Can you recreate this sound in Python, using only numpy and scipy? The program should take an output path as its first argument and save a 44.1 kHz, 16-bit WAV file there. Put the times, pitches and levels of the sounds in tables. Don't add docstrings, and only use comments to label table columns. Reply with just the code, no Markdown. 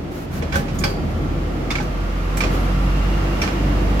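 import sys
import numpy as np
from scipy import signal
from scipy.fft import rfft, irfft, next_fast_len
from scipy.io import wavfile
from scipy.ndimage import map_coordinates

SR = 44100
rng = np.random.default_rng(int(sys.argv[2]) if len(sys.argv) > 2 else 0)


def master(y):
    cut = np.clip(np.atleast_2d(y).T, -1, 1)
    pcm = np.round(cut * 32767)
    wavfile.write(sys.argv[1], SR, pcm.astype(np.int16))


N = 4 * SR


def amp(db):
    return 10 ** (np.asarray(db) / 20)


def unit(x):
    return x / np.sqrt(np.mean(x ** 2) + 1e-20)


def along(points, hz):
    freqs, values = np.transpose(points)
    return np.interp(np.log(hz + 1), np.log(freqs + 1), values)


def curves(rows):
    times, *columns = np.transpose(rows)
    return [np.interp(np.arange(N) / SR, times, column) for column in columns]


def wobble(rate):
    return map_coordinates(rng.standard_normal(400), [np.arange(N) * rate / SR], mode="wrap")


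def pan(db):
    return amp(np.array([[db], [-db]]) / 2)


def add(out, start, x):
    part = out[:, round(start * SR):][:, :x.shape[1]]
    part += x[:, :part.shape[1]]


# f/Hz, correlation (-1 to 1)
STEREO_LIKENESS = [(60, 0.96), (180, 0.94), (350, 0.69), (700, 0.14), (1400, -0.22), (2800, 0.024),
                   (5500, -0.087), (12000, -0.037)]

def noise(spectrum, size=N):
    hz = np.fft.rfftfreq(size, 1 / SR)
    angle = np.arccos(np.clip(along(STEREO_LIKENESS, hz), -1, 1)) / 2
    coloured = rfft(rng.standard_normal((2, size))) * amp(along(spectrum, hz))
    mid, side = irfft(coloured * [np.cos(angle), np.sin(angle)], size)
    return unit(np.array([mid + side, mid - side]))


def band(hz, width_hz):
    skirt = [(-4, -50), (-1, -12), (0, 0), (1, -12), (4, -50), (9, -90)]
    return noise([(hz + widths * width_hz, db) for widths, db in skirt])


# t/s, rumble level/dB, wash level/dB
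STREET_LEVELS = [(0, -32, -40.5), (.3, -30.5, -40.5), (.55, -25, -35.5), (.92, -22, -36.5),
                 (1.5, -26.5, -36), (2.25, -27.5, -34), (2.55, -23.5, -29.5), (2.75, -25.5, -31.5),
                 (3.4, -28, -30), (4, -26, -31)]
# f/Hz, relative level/dB
RUMBLE_SPECTRUM = [(20, -36), (32, -28), (50, -5.5), (80, 5.5), (105, -4.5), (145, 2.5), (190, -2.5),
                   (260, -10), (900, -74)]
WASH_SPECTRUM = [(150, -31), (500, 0), (780, -1), (980, -1.5), (1250, -1.5), (1650, -5.5), (1900, -5),
                 (3100, -10.5), (3700, -15), (5000, -17), (7000, -23), (9000, -30.5), (12000, -28),
                 (16000, -35.5)]

def street():
    rumble_db, wash_db = curves(STREET_LEVELS)
    rumble = amp(rumble_db + 1.3 * wobble(10)) * noise(RUMBLE_SPECTRUM)
    wash = amp(wash_db + 0.068 * wobble(8.5)) * noise(WASH_SPECTRUM) * pan(-2)
    whine = amp(wash_db - 32.5 + 3.9 * wobble(7.32)) * band(hz=11300, width_hz=200)
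    return rumble + wash + whine


# f/Hz, relative level/dB
DRONE_SPECTRUM = [(100, -43), (220, -1.5), (335, 0.5), (410, -7.5), (700, -9.5), (3000, -57)]
# t/s, level/dB
DRONE_LEVELS = [(.55, -31.5), (.92, -29.5), (1.4, -28), (2.2, -33), (2.55, -28), (2.72, -32.5),
                (3.6, -26.5)]

def drone():
    return amp(curves(DRONE_LEVELS)[0] + 0.83 * wobble(8.95)) * noise(DRONE_SPECTRUM)


# t/s, f/Hz
FIRING_RATE = [(0, 40.47), (.8, 42.5), (2.2, 44.51), (3.2, 48.01), (3.5, 48.93), (4, 49.33)]
# t/s, level/dB
BOOM_LEVELS = [(0, -41), (.3, -40), (.8, -26.5), (1.05, -30), (1.43, -24), (1.6, -28), (1.88, -27),
               (2.0, -23), (2.4, -21.5), (2.86, -17.5), (3.13, -18.5), (3.36, -22), (3.47, -29),
               (3.66, -18.5), (4, -19)]
# multiple of the firing rate, idle level/dB, pulling level/dB
OVERTONES = [(2, -39, -35), (3, -42.5, -34), (4, -42.5, -36), (6, -49, -41), (7, -55, -40.5)]
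PULL_S = (2.29, 2.76)

def engine():
    (firing_hz,), (boom_db,) = curves(FIRING_RATE), curves(BOOM_LEVELS)
    phase = 2 * np.pi * np.cumsum(firing_hz) / SR
    load = np.interp(np.arange(N) / SR, PULL_S, [0, 1])
    swing_db = 0.47 * (boom_db - boom_db.mean())
    hum = amp(boom_db) * np.sin(phase)
    for multiple, idle_db, pull_db in OVERTONES:
        db = idle_db + load * (pull_db - idle_db) + swing_db + 2 * wobble(5)
        hum += amp(db) * np.sin(multiple * phase + 2 * np.pi * rng.random() + 0.18 * wobble(3.38))
    return np.sqrt(2) * hum * pan(-1)


# f/Hz, width/Hz, relative level/dB
WHIR_BANDS = [(494, 32, 1.5), (660, 130, -5), (1174, 86, 2), (1348, 96, 1.5), (2115, 53, -9.5)]
# t/s, level/dB
WHIR_LEVELS = [(0, -53), (1.2, -41), (2.1, -38), (2.7, -35), (4, -39)]

def whir():
    resonances = sum(amp(db) * band(hz, width) for hz, width, db in WHIR_BANDS)
    return amp(curves(WHIR_LEVELS)[0]) * unit(resonances)


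# t/s, length/s, level/dB
BRUSH_STROKES = [(0.099, .18, -42), (0.303, 0.13, -37), (0.515, .12, -36), (0.718, 0.089, -41),
                 (.85, 0.11, -41), (2.495, .12, -38.5)]
# f/Hz, relative level/dB
BRUSH_SPECTRUM = [(300, 7), (900, 9), (1450, 12), (2500, 3), (4500, 0), (7000, -1.5), (9000, -7.5),
                  (12000, -1.5), (16000, -7)]
BRUSH_RISE_S, BRUSH_FALL_S = 0.034, 0.051

def brushes():
    strokes, t = np.zeros(N), np.arange(N) / SR
    for start, length, db in BRUSH_STROKES:
        rise = (t - start) / BRUSH_RISE_S
        fall = (start + length - t) / BRUSH_FALL_S
        strokes += amp(db) * np.clip(np.minimum(rise, fall), 0, 1)
    return strokes * amp(0.8 * wobble(70)) * noise(BRUSH_SPECTRUM)


def fade(t, t60, attack_s=0.0013):
    return (1 - np.exp(-t / attack_s)) * np.exp(-np.log(1000) * t / t60)


def early_echoes(x, delay_range_s=(0.00087, 0.011), echo_db=-15):
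    response = np.zeros((2, SR // 20))
    response[:, 0] = 1
    for channel in response:
        delays = (rng.uniform(*delay_range_s, size=8) * SR).astype(int)
        channel[delays] += amp(echo_db) * rng.standard_normal(size=8)
    response /= np.linalg.norm(response, axis=1, keepdims=True)
    return signal.fftconvolve(x, response, axes=1)[:, :x.shape[1]]


def burst(spectrum, t, t60):
    tail = amp(-5) * fade(t, t60=0.27)
    return early_echoes(noise(spectrum, len(t)) * np.hypot(fade(t, t60), tail))


def ring(modes, t):
    direct = sum(amp(db) * fade(t, t60) * np.sin(2 * np.pi * (hz * t + rng.random((2, 1))))
                 for hz, db, t60 in modes)
    gap = rng.standard_normal((2, len(t))) * fade(t, t60=0.06)
    echo = signal.fftconvolve(direct, gap / np.linalg.norm(gap[0]), axes=1)[:, :len(t)]
    return np.sqrt(2) * (direct + amp(-8) * echo)


# t/s, blow level/dB, clack f/Hz, clack level/dB, steel level/dB
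TOOL_KNOCKS = [(.422, -30, 2300, -31, -32), (.523, -25, 2330, -20.5, -27.5), (.541, -26.5, 1820, -23, -24),
               (.556, -23, 1527, -13.5, -21), (.682, -33.5, 2500, -31, -40), (.812, -37, 2400, -29, -31),
               (.8368, -18, 2344, -14.5, -20.5), (1.7041, -20.5, 2180, -17, -38),
               (1.711, -30, 1200, -21.5, -42), (1.753, -22.5, 2267, -14.5, -27),
               (1.784, -33, 2260, -18, -41), (1.801, -30, 840, -19, -31), (2.372, -29, 2360, -23.5, -48),
               (2.4053, -18, 2350, -13, -32), (2.436, -22.5, 2440, -13.5, -36),
               (3.418, -19.5, 2320, -14, -40), (3.436, -24, 1760, -22, -36), (3.474, -27.5, 2380, -22, -28),
               (3.995, -21.5, 2278, -25, -52)]
# f/Hz, relative level/dB
BLOW_SPECTRUM = [(30, -30), (300, -2), (500, 1), (750, 0.5), (1200, 6), (1700, 1), (2400, 4), (3400, -4.5),
                 (4100, -3), (5200, -3.5), (6800, -9), (9000, -20.5), (12000, -22.5), (16000, -38)]
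# ratio to its pitch, relative level/dB, t60/s
CLACK_MODES = [(1, -0.5, 0.03), (1.02, -15.5, 0.011), (0.765, -12, 0.023)]
# f/Hz, relative level/dB, t60/s
STEEL_MODES = [(550, -10.5, .22), (805, -12, 0.44), (1108, -10, 0.15), (1531, -2.5, .15), (1710, -14, 0.23),
               (3400, -10, 0.055)]
STEEL_PAN_DB = -2

def knocks():
    out, t = np.zeros((2, N)), np.arange(SR // 2) / SR
    for start, blow_db, clack_hz, clack_db, steel_db in TOOL_KNOCKS:
        blow = amp(blow_db) * pan(-3.5) * burst(BLOW_SPECTRUM, t, t60=0.059)
        clack_modes = [(ratio * clack_hz, db, t60) for ratio, db, t60 in CLACK_MODES]
        clack = amp(clack_db) * pan(-8) * ring(clack_modes, t)
        steel = amp(steel_db) * pan(STEEL_PAN_DB) * ring(STEEL_MODES, t)
        add(out, start, blow + clack + steel)
    return out


# t/s, level/dB, t60/s
FRAME_THUDS = [(.422, -24, 0.19), (.548, -26, 0.48), (.84, -28, 0.8), (2.436, -23.5, 0.5)]
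# f/Hz, relative level/dB
FRAME_SPECTRUM = [(20, -47), (300, -5.5), (430, 0.5), (560, -1), (3000, -48)]

def thuds():
    out, t = np.zeros((2, N)), np.arange(SR // 2) / SR
    for start, db, t60 in FRAME_THUDS:
        add(out, start, amp(db) * noise(FRAME_SPECTRUM, len(t)) * fade(t, t60))
    return out


# t/s, snap level/dB, ping f/Hz, ping level/dB, left minus right/dB
METAL_TICKS = [(.5535, -30.5, 6200, -31, -2), (.787, -31, 6820, -30.5, -4.5), (.838, -32, 5400, -25, -3),
               (1.706, -42, 5130, -28, 1), (1.711, -51, 3556, -26, 0), (1.823, -44, 6040, -44, -2),
               (2.3695, -28, 7730, -34, -3), (3.416, -35.5, 5640, -23, -6)]
# f/Hz, relative level/dB
SNAP_SPECTRUM = [(1000, -15), (4000, -3), (5800, 3.5), (7500, 2), (8800, 3.5), (10000, -4.5), (12000, 2),
                 (16000, -9)]

def ticks():
    out, t = np.zeros((2, N)), np.arange(SR // 2) / SR
    for start, snap_db, hz, ping_db, pan_db in METAL_TICKS:
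        ping = amp(ping_db) * band(hz, width_hz=0.042 * hz)[:, :len(t)] * fade(t, t60=0.075)
        snap = amp(snap_db) * burst(SNAP_SPECTRUM, t, t60=0.073)
        add(out, start, pan(pan_db) * (snap + ping))
    return out


# f/Hz, width/Hz, relative level/dB, t60/s
SHIMMER_CLUSTERS = [(4660, 230, -2.5, 0.43), (4940, 160, 2, 0.11), (3340, 110, -1, 0.18),
                    (5970, 120, -11, .11)]

def shimmer(start_s=0.8375, level_db=-27):
    out, t = np.zeros((2, N)), np.arange(SR // 2) / SR
    for hz, width, db, t60 in SHIMMER_CLUSTERS:
        add(out, start_s, amp(level_db + db) * band(hz, width)[:, :len(t)] * fade(t, t60))
    return out * pan(STEEL_PAN_DB)


# t/s, level/dB
WHISTLE_LEVELS = [(1.4, -68), (2.9, -46), (3.05, -43), (3.32, -42.5), (4, -51)]

def whistle():
    return amp(curves(WHISTLE_LEVELS)[0]) * band(hz=2786, width_hz=42)


def scene():
    close = knocks() + thuds() + ticks() + shimmer() + brushes()
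    return close + engine() + whir() + whistle() + street() + drone()


def record(dry, top_hz=15950):
    margin = SR // 4
    padded = np.pad(dry, ((0, 0), (margin, margin)), mode="reflect")
    size = next_fast_len(padded.shape[1])
    passband = np.fft.rfftfreq(size, 1 / SR) < top_hz
    return irfft(rfft(padded, size) * passband, size)[:, margin:margin + N]


dry = scene()
out = record(dry)
master(out)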